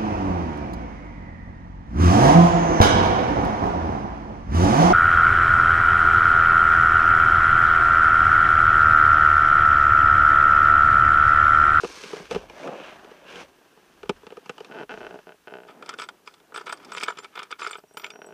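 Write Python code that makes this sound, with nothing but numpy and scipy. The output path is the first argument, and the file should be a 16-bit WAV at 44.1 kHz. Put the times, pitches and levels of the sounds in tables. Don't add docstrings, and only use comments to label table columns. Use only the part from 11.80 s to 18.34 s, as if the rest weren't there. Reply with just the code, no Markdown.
import sys
import numpy as np
from scipy import signal
from scipy.io import wavfile
from scipy.ndimage import uniform_filter1d

SR = 44100
rng = np.random.default_rng(int(sys.argv[2]) if len(sys.argv) > 2 else 0)


def to_linear_factor(level_db):
    exponent = np.asarray(level_db, float) / 20
    return 10 ** exponent


def digitize_waveform(pressure):
    field = np.atleast_2d(pressure).T
    bounded = np.clip(field, -1, 1)
    quanta = np.round(bounded * 32767).astype(np.int16)
    wavfile.write(sys.argv[1], SR, quanta)


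N = 288220

# frequency in Hz, relative level in dB.
HUSH_SPECTRUM = [(15, -45), (25, -5), (289, 5.5), (2490, -3), (2850, -2), (3630, -6.5), (5280, -8.5),
                 (5730, -7), (7300, -8.5), (13200, -10.5), (15500, -11)]
# time in seconds, drag and hiss in relative dB.
CARTON_STROKES = [(0.0, -54, -46.5), (0.03, -50, -46), (0.286, -50, -43), (0.344, -40.5, -42.5),
                  (0.495, -54, -51.5), (0.52, -30.5, -39.5), (0.678, -51.5, -58), (0.79, -44.5, -46),
                  (0.86, -29.5, -43), (0.9, -31, -50), (1.06, -43.5, -41.5), (1.22, -47, -54),
                  (1.44, -52, -54), (1.5, -43, -41.5), (1.54, -44.5, -45.5), (1.604, -38, -39),
                  (1.7, -66, -70)]
# time in seconds, drag and hiss in relative dB.
CLOTH_STROKES = [(1.68, -61.5, -63), (2.37, -59.5, -60.5), (2.78, -58.5, -59), (3.03, -40.5, -55.5),
                 (3.07, -73, -77), (3.11, -47, -51.5), (3.35, -49.5, -58.5), (3.58, -91, -67.5),
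                 (3.97, -49, -64), (4.51, -65, -70.5), (5.1, -51, -60), (5.65, -65.5, -63.5),
                 (6.05, -73, -80), (6.53, -54, -70)]
# frequency in Hz, relative level in dB.
DRAG_SPECTRUM = [(18, -71), (30, -48), (112, -8), (243, -4.5), (377, -1.5), (490, -4.5), (802, -6),
                 (876, -6.5), (2000, -22), (2600, -28), (4400, -120)]
# frequency in Hz, relative level in dB.
HISS_SPECTRUM = [(590, -22.5), (1000, -1), (1470, -1.5), (1610, 2.5), (2020, -9), (2710, -4), (3890, -9),
                 (6200, -10), (7350, -19.5), (8810, -21), (15000, -41.5)]
# time in seconds, hollow of the carton in Hz,
# whine of the weave in Hz, treble gain of the hiss in dB.
CARTON_COLOUR = [(0.0, 430, 2370, 6), (0.4, 427, 2050, 1), (0.55, 465, 2600, -1), (0.8, 594, 1960, -4),
                 (0.89, 481, 2450, -3.5), (1.06, 550, 2500, -11.5), (1.22, 640, 1390, -4.5),
                 (1.48, 475, 2540, -8), (1.62, 500, 2150, -3)]
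# time in seconds, peak in relative dB.
SEAT_JOLTS = [(0.02, -56.5), (0.56, -49), (1.14, -63), (1.58, -64), (2.3, -57), (3.17, -61.5), (5.102, -78)]
# time in seconds, then thud, crack and
# thump of the whole lid in relative dB.
KNOCK_BLOWS = [(0.033, -20.5, -43, -50), (0.044, -18.5, -36, -35), (0.236, -35.5, -37.5, -41),
               (0.255, -45, -54, -34), (0.33, -26, -49, -31.5), (0.367, -32, -44, -43),
               (0.399, -33, -58, -32.5), (0.51, -22, -33, -27.5), (0.525, -37, -38.5, -37),
               (0.547, -26, -35, -26), (0.558, -23, -39, -22), (0.697, -33, -45, -42),
               (0.874, -29, -41.5, -41), (1.245, -41, -50.5, -52), (1.313, -40.5, -53, -50),
               (1.557, -38, -43, -35), (1.974, -43.5, -70, -55), (2.231, -32.5, -46.5, -45),
               (2.256, -42, -56, -44), (2.293, -13.5, -27, -14.5), (2.432, -43, -59, -63.5),
               (2.467, -35, -45.5, -41), (2.504, -41, -51, -44), (2.521, -33.5, -54, -47),
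               (2.569, -34, -48.5, -46), (2.658, -41, -46.5, -46), (2.694, -24.5, -34.5, -36),
               (2.78, -33, -45.5, -55), (2.804, -33, -44.5, -43), (2.846, -41, -43, -62)]
# frequency in Hz, width in Hz, relative level in dB.
CONSOLE_MODES = [(370, 76, -3), (481, 81, -2), (768, 164, -4.5), (1260, 270, -4), (1728, 230, -13)]
# frequency in Hz, width in Hz, relative level in dB.
LID_MODES = [(180, 120, 0), (269, 195, -1.5)]
# frequency in Hz, relative level in dB.
CRACK_SPECTRUM = [(1200, -24), (2000, -14.5), (2750, -7), (3500, -15), (4000, -19.5), (5700, -22.5),
                  (8500, -32.5), (12000, -43.5), (15500, -68)]
# start in seconds, length in seconds, slip at start and at end
# in relative dB, nominal slips per second at start and at end.
HINGE_SWINGS = [(2.913, 0.024, -20, -25, 204, 192), (2.938, 0.096, -21.5, -14, 230, 124),
                (3.094, 0.056, -16, -18, 253, 197), (3.175, .014, -14, -49, 150, 195),
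                (3.206, 0.07, -15, -16.5, 133, 100), (3.309, .09, -17, -20.5, 69, 60),
                (3.47, 0.074, -20.5, -26, 100, 46), (3.673, 0.049, -18.5, -25, 125, 90),
                (3.723, 0.15, -13, -23.5, 61, 64), (3.895, 0.093, -19, -42, 63, 62),
                (5.984, 0.061, -20.5, -22, 17, 21), (6.11, .25, -27, -24, 28, 58),
                (6.358, .175, -21.5, -19, 28, 62)]
# frequency in Hz, width in Hz, relative level in dB.
HINGE_LOW_MODES = [(260, 88, -39), (400, 98, 11.5), (617, 50, 17), (760, 230, 11)]
# frequency in Hz, width in Hz, relative level in dB.
HINGE_HIGH_MODES = [(1497, 180, 0), (2630, 210, -5), (3100, 220, -9.5), (5000, 1500, -22)]
# start in seconds, length in seconds, peak in relative dB,
# place of the peak from 0 to 1 (kept off the very ends), grit against the peak in relative dB.
TRAY_STROKES = [(3.87, 0.077, -42.5, 0.2, -23.5), (4.011, 0.13, -42.5, 1, -19),
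                (4.17, 0.098, -33, 0.51, -12), (4.28, .06, -61, 0.1, -18), (4.449, 0.16, -52.5, 0.09, -11),
                (4.739, 0.11, -36, 0.17, -14), (4.856, 0.13, -37.5, 0.07, -15),
                (4.964, 0.17, -49, 0.33, -16), (5.076, 0.2, -32.5, 0.78, -13),
                (5.269, 0.066, -32, 0.14, -15.5), (5.347, 0.068, -38.5, 0.58, -20),
                (5.413, 0.051, -39, 0.54, -19), (5.525, 0.15, -37, 0.37, -22),
                (5.691, 0.079, -37, 0.23, -20.5), (5.784, .22, -31, 0, -17),
                (6.166, 0.082, -48.5, 0.25, -15), (6.212, .11, -44.5, 0, -17)]
# time in seconds, then floor modes, tick and wall modes in relative dB.
TRAY_CLACKS = [(4.0236, -22, -50, -33.5), (4.06, -35, -45, -38), (4.0909, -17.5, -29.5, -23.5),
               (4.1375, -21, -44.5, -34.5), (4.1857, -19.5, -43, -25), (4.1967, -21, -37, -24),
               (4.2176, -23, -39.5, -26), (4.2869, -20.5, -40, -31.5), (4.4737, -26.5, -44, -31.5),
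               (4.5386, -37, -48, -38.5), (4.6, -43, -65, -49.5), (4.7209, -28, -79, -47),
               (4.742, -23.5, -45, -32), (4.759, -19, -37.5, -27), (4.775, -18.5, -49, -28),
               (4.809, -21.5, -60, -51), (4.8667, -22, -40, -30.5), (4.8923, -22.5, -41, -40),
               (4.9242, -14, -30, -27), (4.972, -40, -49, -44), (5.047, -47, -42.5, -45),
               (5.1182, -19.5, -36.5, -29), (5.1651, -36, -41, -30), (5.1795, -39, -42, -23.5),
               (5.2087, -24, -50, -25), (5.233, -24, -23.5, -16), (5.2813, -8, -45, -18),
               (5.301, -13, -59, -36), (5.3717, -42, -47, -34), (5.387, -32, -39, -35),
               (5.4437, -31.5, -42, -32.5), (5.554, -46, -45.5, -33.5), (5.5905, -23, -39, -24.5),
               (5.6298, -27.5, -39, -33), (5.7123, -20, -36.5, -31), (5.7964, -47, -43, -37),
               (5.8168, -21, -53, -23), (5.8708, -20.5, -34.5, -33), (5.93, -48, -56, -26),
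               (5.953, -23.5, -58, -33), (6.17, -21, -39, -25.5), (6.1963, -28.5, -52, -34),
               (6.242, -25, -43, -17.5), (6.263, -28, -45, -31.5), (6.3025, -28.5, -43, -29.5)]
# frequency in Hz, width in Hz, relative level in dB.
TRAY_FLOOR_MODES = [(380, 139, -13.5), (1130, 388, -5), (1377, 101, 5), (1710, 205, -10)]
# frequency in Hz, width in Hz, relative level in dB.
TRAY_WALL_MODES = [(2256, 88, 2), (2448, 100, 1.5), (2930, 850, -5), (3204, 146, 2.5), (3565, 210, -5)]
# frequency in Hz, relative level in dB.
GRIT_SPECTRUM = [(3000, -34), (4100, 0), (4800, 9), (6500, -2.5), (8100, -2.5), (9500, -8.5),
                 (11000, -20.5), (13000, -25), (15500, -25)]
PIECE_MODES = {"coin": [(7980, 1, 0.055), (12000, -19, 0.063)], "key": [(7210, 1.5, 0.11),
               (9050, -11, 0.061)], "ring": [(5710, -1.5, 0.5)], "clip": [(14230, 2, 0.27),
               (13150, -8, 0.083), (9240, 5.5, 0.1)]}
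# time in seconds, relative level in dB, name of the piece.
PIECE_BLOWS = [(4.19, -44, "coin"), (4.21, -44, "coin"), (4.235, -46, "coin"), (4.744, -41.5, "coin"),
               (4.772, -38.5, "coin"), (4.895, -43, "coin"), (4.925, -37, "coin"), (5.133, -39.5, "coin"),
               (5.145, -47, "key"), (5.233, -32, "coin"), (5.283, -44, "key"), (5.385, -44.5, "key"),
               (5.555, -67, "clip"), (5.632, -50, "coin"), (5.83, -41.5, "key"), (5.908, -44, "key"),
               (5.908, -38, "coin"), (5.972, -50, "coin"), (5.97, -67, "clip"), (6.08, -64, "ring"),
               (6.138, -52.5, "coin"), (6.172, -51, "clip"), (6.172, -50, "key"), (6.172, -53, "ring"),
               (6.243, -48, "key"), (6.315, -51.5, "ring"), (6.42, -52.5, "ring"), (6.463, -44.5, "coin")]
# frequency in Hz, relative gain in dB.
MIC_RESPONSE = [(40, -36), (110, -10.5), (170, 1.5), (300, 1.5), (415, 2.5), (560, 0), (20000, 1.5)]


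def evened(x):
    return x / np.sqrt(np.mean(x ** 2) + 1e-20)


def add(mix, start_s, sound):
    part = mix[round(start_s * SR):][:len(sound)]
    part += sound[:len(part)]


def coloured(points):
    hz, db = np.transpose(points)
    bins_hz = abs(np.fft.fftfreq(4096, 1 / SR))
    gain_db = np.interp(np.log(bins_hz + 1), np.log(hz + 1), db)
    log_gain = np.log(to_linear_factor(gain_db) + 1e-5)
    taps = np.fft.ifft(np.exp(np.conj(signal.hilbert(log_gain)))).real[:2048]
    return taps / np.linalg.norm(taps)


def ringing(modes, contact_s):
    t = np.arange(4096) / SR
    taps = np.zeros(len(t))
    for k, (hz, width_hz, db) in enumerate(modes):
        decay = np.exp(-np.pi * width_hz * t)
        taps += (-1) ** k * to_linear_factor(db) * width_hz * decay * np.sin(2 * np.pi * hz * t)
    push = t[:200] * np.exp(-t[:200] / contact_s)
    taps = np.convolve(taps, push)
    return taps / np.linalg.norm(taps)


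def through(x, taps):
    return signal.oaconvolve(x, taps)[:N]


def resonate(x, hz, width_hz):
    turn = np.exp(2j * np.pi * np.cumsum(hz) / SR)
    r = np.exp(-np.pi * width_hz / SR)
    return 2 * (turn * signal.lfilter([1 - r], [1, -r], x / turn)).real


def grains(per_s, spread_db, clump_db):
    size = to_linear_factor(spread_db * np.minimum(rng.exponential(1, N), 5)) * rng.choice([-1, 1], N)
    clumps = evened(uniform_filter1d(rng.standard_normal(N), size=300))
    struck = rng.random(N) < per_s / SR
    return evened(size * struck * to_linear_factor(clump_db * clumps))


def stroke(rows, column):
    table = np.transpose(rows)
    return to_linear_factor(np.interp(np.arange(N) / SR, table[0], table[column], -200, -200))


def blows(times, levels_db, t60_s, rise_s, push):
    out, t = np.zeros(N), np.arange(3000) / SR
    chatter = rng.standard_normal((len(times), len(t)))
    pushed = chatter + push * np.exp(-t / 0.00036)
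    for start_s, db, contact in zip(times, levels_db, pushed):
        add(out, start_s, to_linear_factor(db - 60 * t / t60_s) * (1 - np.exp(-t / rise_s)) * contact)
    return out


def hush():
    common, apart = (through(rng.standard_normal(N), coloured(HUSH_SPECTRUM)) for _ in range(2))
    apart = apart + 3 * np.diff(apart, prepend=0)
    return to_linear_factor(-64.5) * common, to_linear_factor(-82) * evened(apart)


def rubbing():
    jolts, fibres = grains(3000, 1.8, 2.5), grains(9000, 3.1, 1.1)
    carton_drag, carton_hiss = stroke(CARTON_STROKES, column=1), stroke(CARTON_STROKES, column=2)
    drag = (to_linear_factor(-5) * carton_drag + stroke(CLOTH_STROKES, column=1)) * jolts
    hiss = (to_linear_factor(-1.5) * carton_hiss + stroke(CLOTH_STROKES, column=2)) * fibres

    s, *curves = np.transpose(CARTON_COLOUR)
    hollow_hz, whine_hz, treble_db = (np.interp(np.arange(N) / SR, s, curve) for curve in curves)
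    hollow = evened(resonate(resonate(jolts, hollow_hz, 210), hollow_hz, 210))
    whine = evened(resonate(resonate(fibres, whine_hz, 830), whine_hz, 830))
    hollow = to_linear_factor(-7) * carton_drag * hollow
    whine = to_linear_factor(-12) * carton_hiss * whine

    split_hz = 3680
    hiss = through(hiss, coloured(HISS_SPECTRUM))
    dull = signal.oaconvolve(hiss, signal.firwin(63, split_hz, fs=SR), "same")
    bright = to_linear_factor(treble_db) * (hiss - dull)
    return through(drag, coloured(DRAG_SPECTRUM)) + hollow + whine + dull + bright


def rumble():
    rise_db_per_s, fall_db_per_s, rest_db = 137, 84, -89
    band = signal.butter(2, [30, 90], "band", fs=SR, output="sos")
    shake = signal.sosfilt(band, rng.standard_normal(N))
    t = np.arange(N) / SR
    gain = to_linear_factor(rest_db)
    for s, db in SEAT_JOLTS:
        gain = gain + to_linear_factor(db - np.maximum(rise_db_per_s * (s - t), fall_db_per_s * (t - s)))
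    return gain * evened(shake)


def knocks():
    s, thud_db, crack_db, thump_db = np.transpose(KNOCK_BLOWS)
    soft_below_db, hard_above_db = -19.5, -10
    hard = (crack_db - thud_db - soft_below_db) / (hard_above_db - soft_below_db)
    hard = np.clip(hard, 0.01, 0.99)
    thud = np.zeros(N)
    for share, contact_s in ((hard, 0.00006), (1 - hard, 0.0003)):
        contact = blows(s, thud_db + 10 * np.log10(share), t60_s=0.031, rise_s=0.00047, push=0.94)
        thud += through(contact, ringing(CONSOLE_MODES, contact_s))
    thump = blows(s, thump_db, t60_s=0.016, rise_s=0.0014, push=3.35)
    thump = through(thump, ringing(LID_MODES, 0.00018))
    crack = blows(s, crack_db, t60_s=0.024, rise_s=0.00049, push=0)
    crack = through(crack, coloured(CRACK_SPECTRUM))
    return thud + thump + to_linear_factor(6.5) * crack


def hinge():
    uneven_gaps, uneven_db = 0.08, 2.4
    sharp_db, sharp_db_per_octave = -10, 3
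    low, high = np.zeros(N), np.zeros(N)
    wobble, size, edge = rng.standard_normal((3, N))
    wobble = evened(uniform_filter1d(wobble, size=300))
    for start, length, db0, db1, per_s0, per_s1 in HINGE_SWINGS:
        u = np.arange(0, length, 1 / SR) / length
        here = slice(round(start * SR), round(start * SR) + len(u))
        per_s = per_s0 * (per_s1 / per_s0) ** u
        turns = np.cumsum(per_s * np.exp(uneven_gaps * wobble[here])) / SR
        slipped = np.diff(np.floor(turns), prepend=-1)
        slips = slipped * to_linear_factor(db0 + (db1 - db0) * u + uneven_db * size[here])
        slips[0] *= to_linear_factor(1.5)
        treble_db = sharp_db + sharp_db_per_octave * np.log2(per_s / 50) + 2 * uneven_db * edge[here]
        add(low, start, slips)
        add(high, start, slips * to_linear_factor(treble_db))
    creak = through(low, ringing(HINGE_LOW_MODES, 0.00015)) + through(high, ringing(HINGE_HIGH_MODES, 0.00004))
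    shake = rng.standard_normal(400) * to_linear_factor(-60 * np.arange(400) / SR / 0.0094) * 0.018
    shake[0] = 1
    return through(creak, shake)


def dragging():
    ends_db, bend = -23.5, 1.78
    body, grit = np.zeros(N), np.zeros(N)
    for start, length, db, peak, grit_db in TRAY_STROKES:
        u = np.arange(0, length, 1 / SR) / length
        peak = np.clip(peak, 0.05, 0.95)
        off_peak = np.maximum((peak - u) / peak, (u - peak) / (1 - peak))
        swell = to_linear_factor(db + ends_db * off_peak ** bend)
        add(body, start, swell)
        add(grit, start, to_linear_factor(grit_db) * swell)
    return body, grit


def tray():
    body_gain, grit_gain = dragging()
    drag = body_gain * grains(1500, 3.4, 5)
    grit = grit_gain * grains(3300, 3.1, 5)
    s, floor_db, tick_db, wall_db = np.transpose(TRAY_CLACKS)
    floor = to_linear_factor(-1) * drag + to_linear_factor(-7) * blows(s, floor_db, t60_s=0.03, rise_s=0.00052, push=1.11)
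    wall = to_linear_factor(-7.5) * drag + blows(s, wall_db, t60_s=0.016, rise_s=0.00061, push=0)
    edge = grit + to_linear_factor(0.5) * blows(s, tick_db, t60_s=0.029, rise_s=0.0007, push=0)
    floor = through(floor, ringing(TRAY_FLOOR_MODES, 0.00006))
    wall = through(wall, ringing(TRAY_WALL_MODES, 0.00003))
    return floor + wall + through(edge, coloured(GRIT_SPECTRUM))


def metal():
    out, t = np.zeros(N), np.arange(SR // 3) / SR
    rise = 1 - np.exp(-t / 0.00056)
    for (s, blow_db, piece), lie in zip(PIECE_BLOWS, rng.standard_normal(len(PIECE_BLOWS))):
        detune = 1 + 0.014 * lie * (piece == "coin")
        for hz, db, t60_s in PIECE_MODES[piece]:
            tone = np.sin(2 * np.pi * hz * detune * t)
            add(out, s, to_linear_factor(blow_db + db - 60 * t / t60_s) * tone * rise)
    return out


def cab(x):
    t = np.arange(SR // 5) / SR
    noise = signal.lfilter([1], [1, -0.6], rng.standard_normal(len(t)))
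    tail = noise * to_linear_factor(-60 * t / 0.039) * (t > 0.002)
    return through(x, tail / np.linalg.norm(tail))


def scene():
    near = knocks() + hinge() + tray() + metal()
    heard = through(near + to_linear_factor(-12) * cab(near) + rubbing(), coloured(MIC_RESPONSE))
    common, apart = hush()
    mono = heard + rumble() + common
    return np.array([mono + apart, mono - apart])


def roll_off(x):
    return signal.sosfilt(signal.butter(12, 15720, fs=SR, output="sos"), x)


def record(dry):
    edge_hz = 15350
    limited = signal.oaconvolve(dry, signal.firwin(301, edge_hz, fs=SR)[None], "same")
    return roll_off(limited)


dry = scene()
out = record(dry)
digitize_waveform(out)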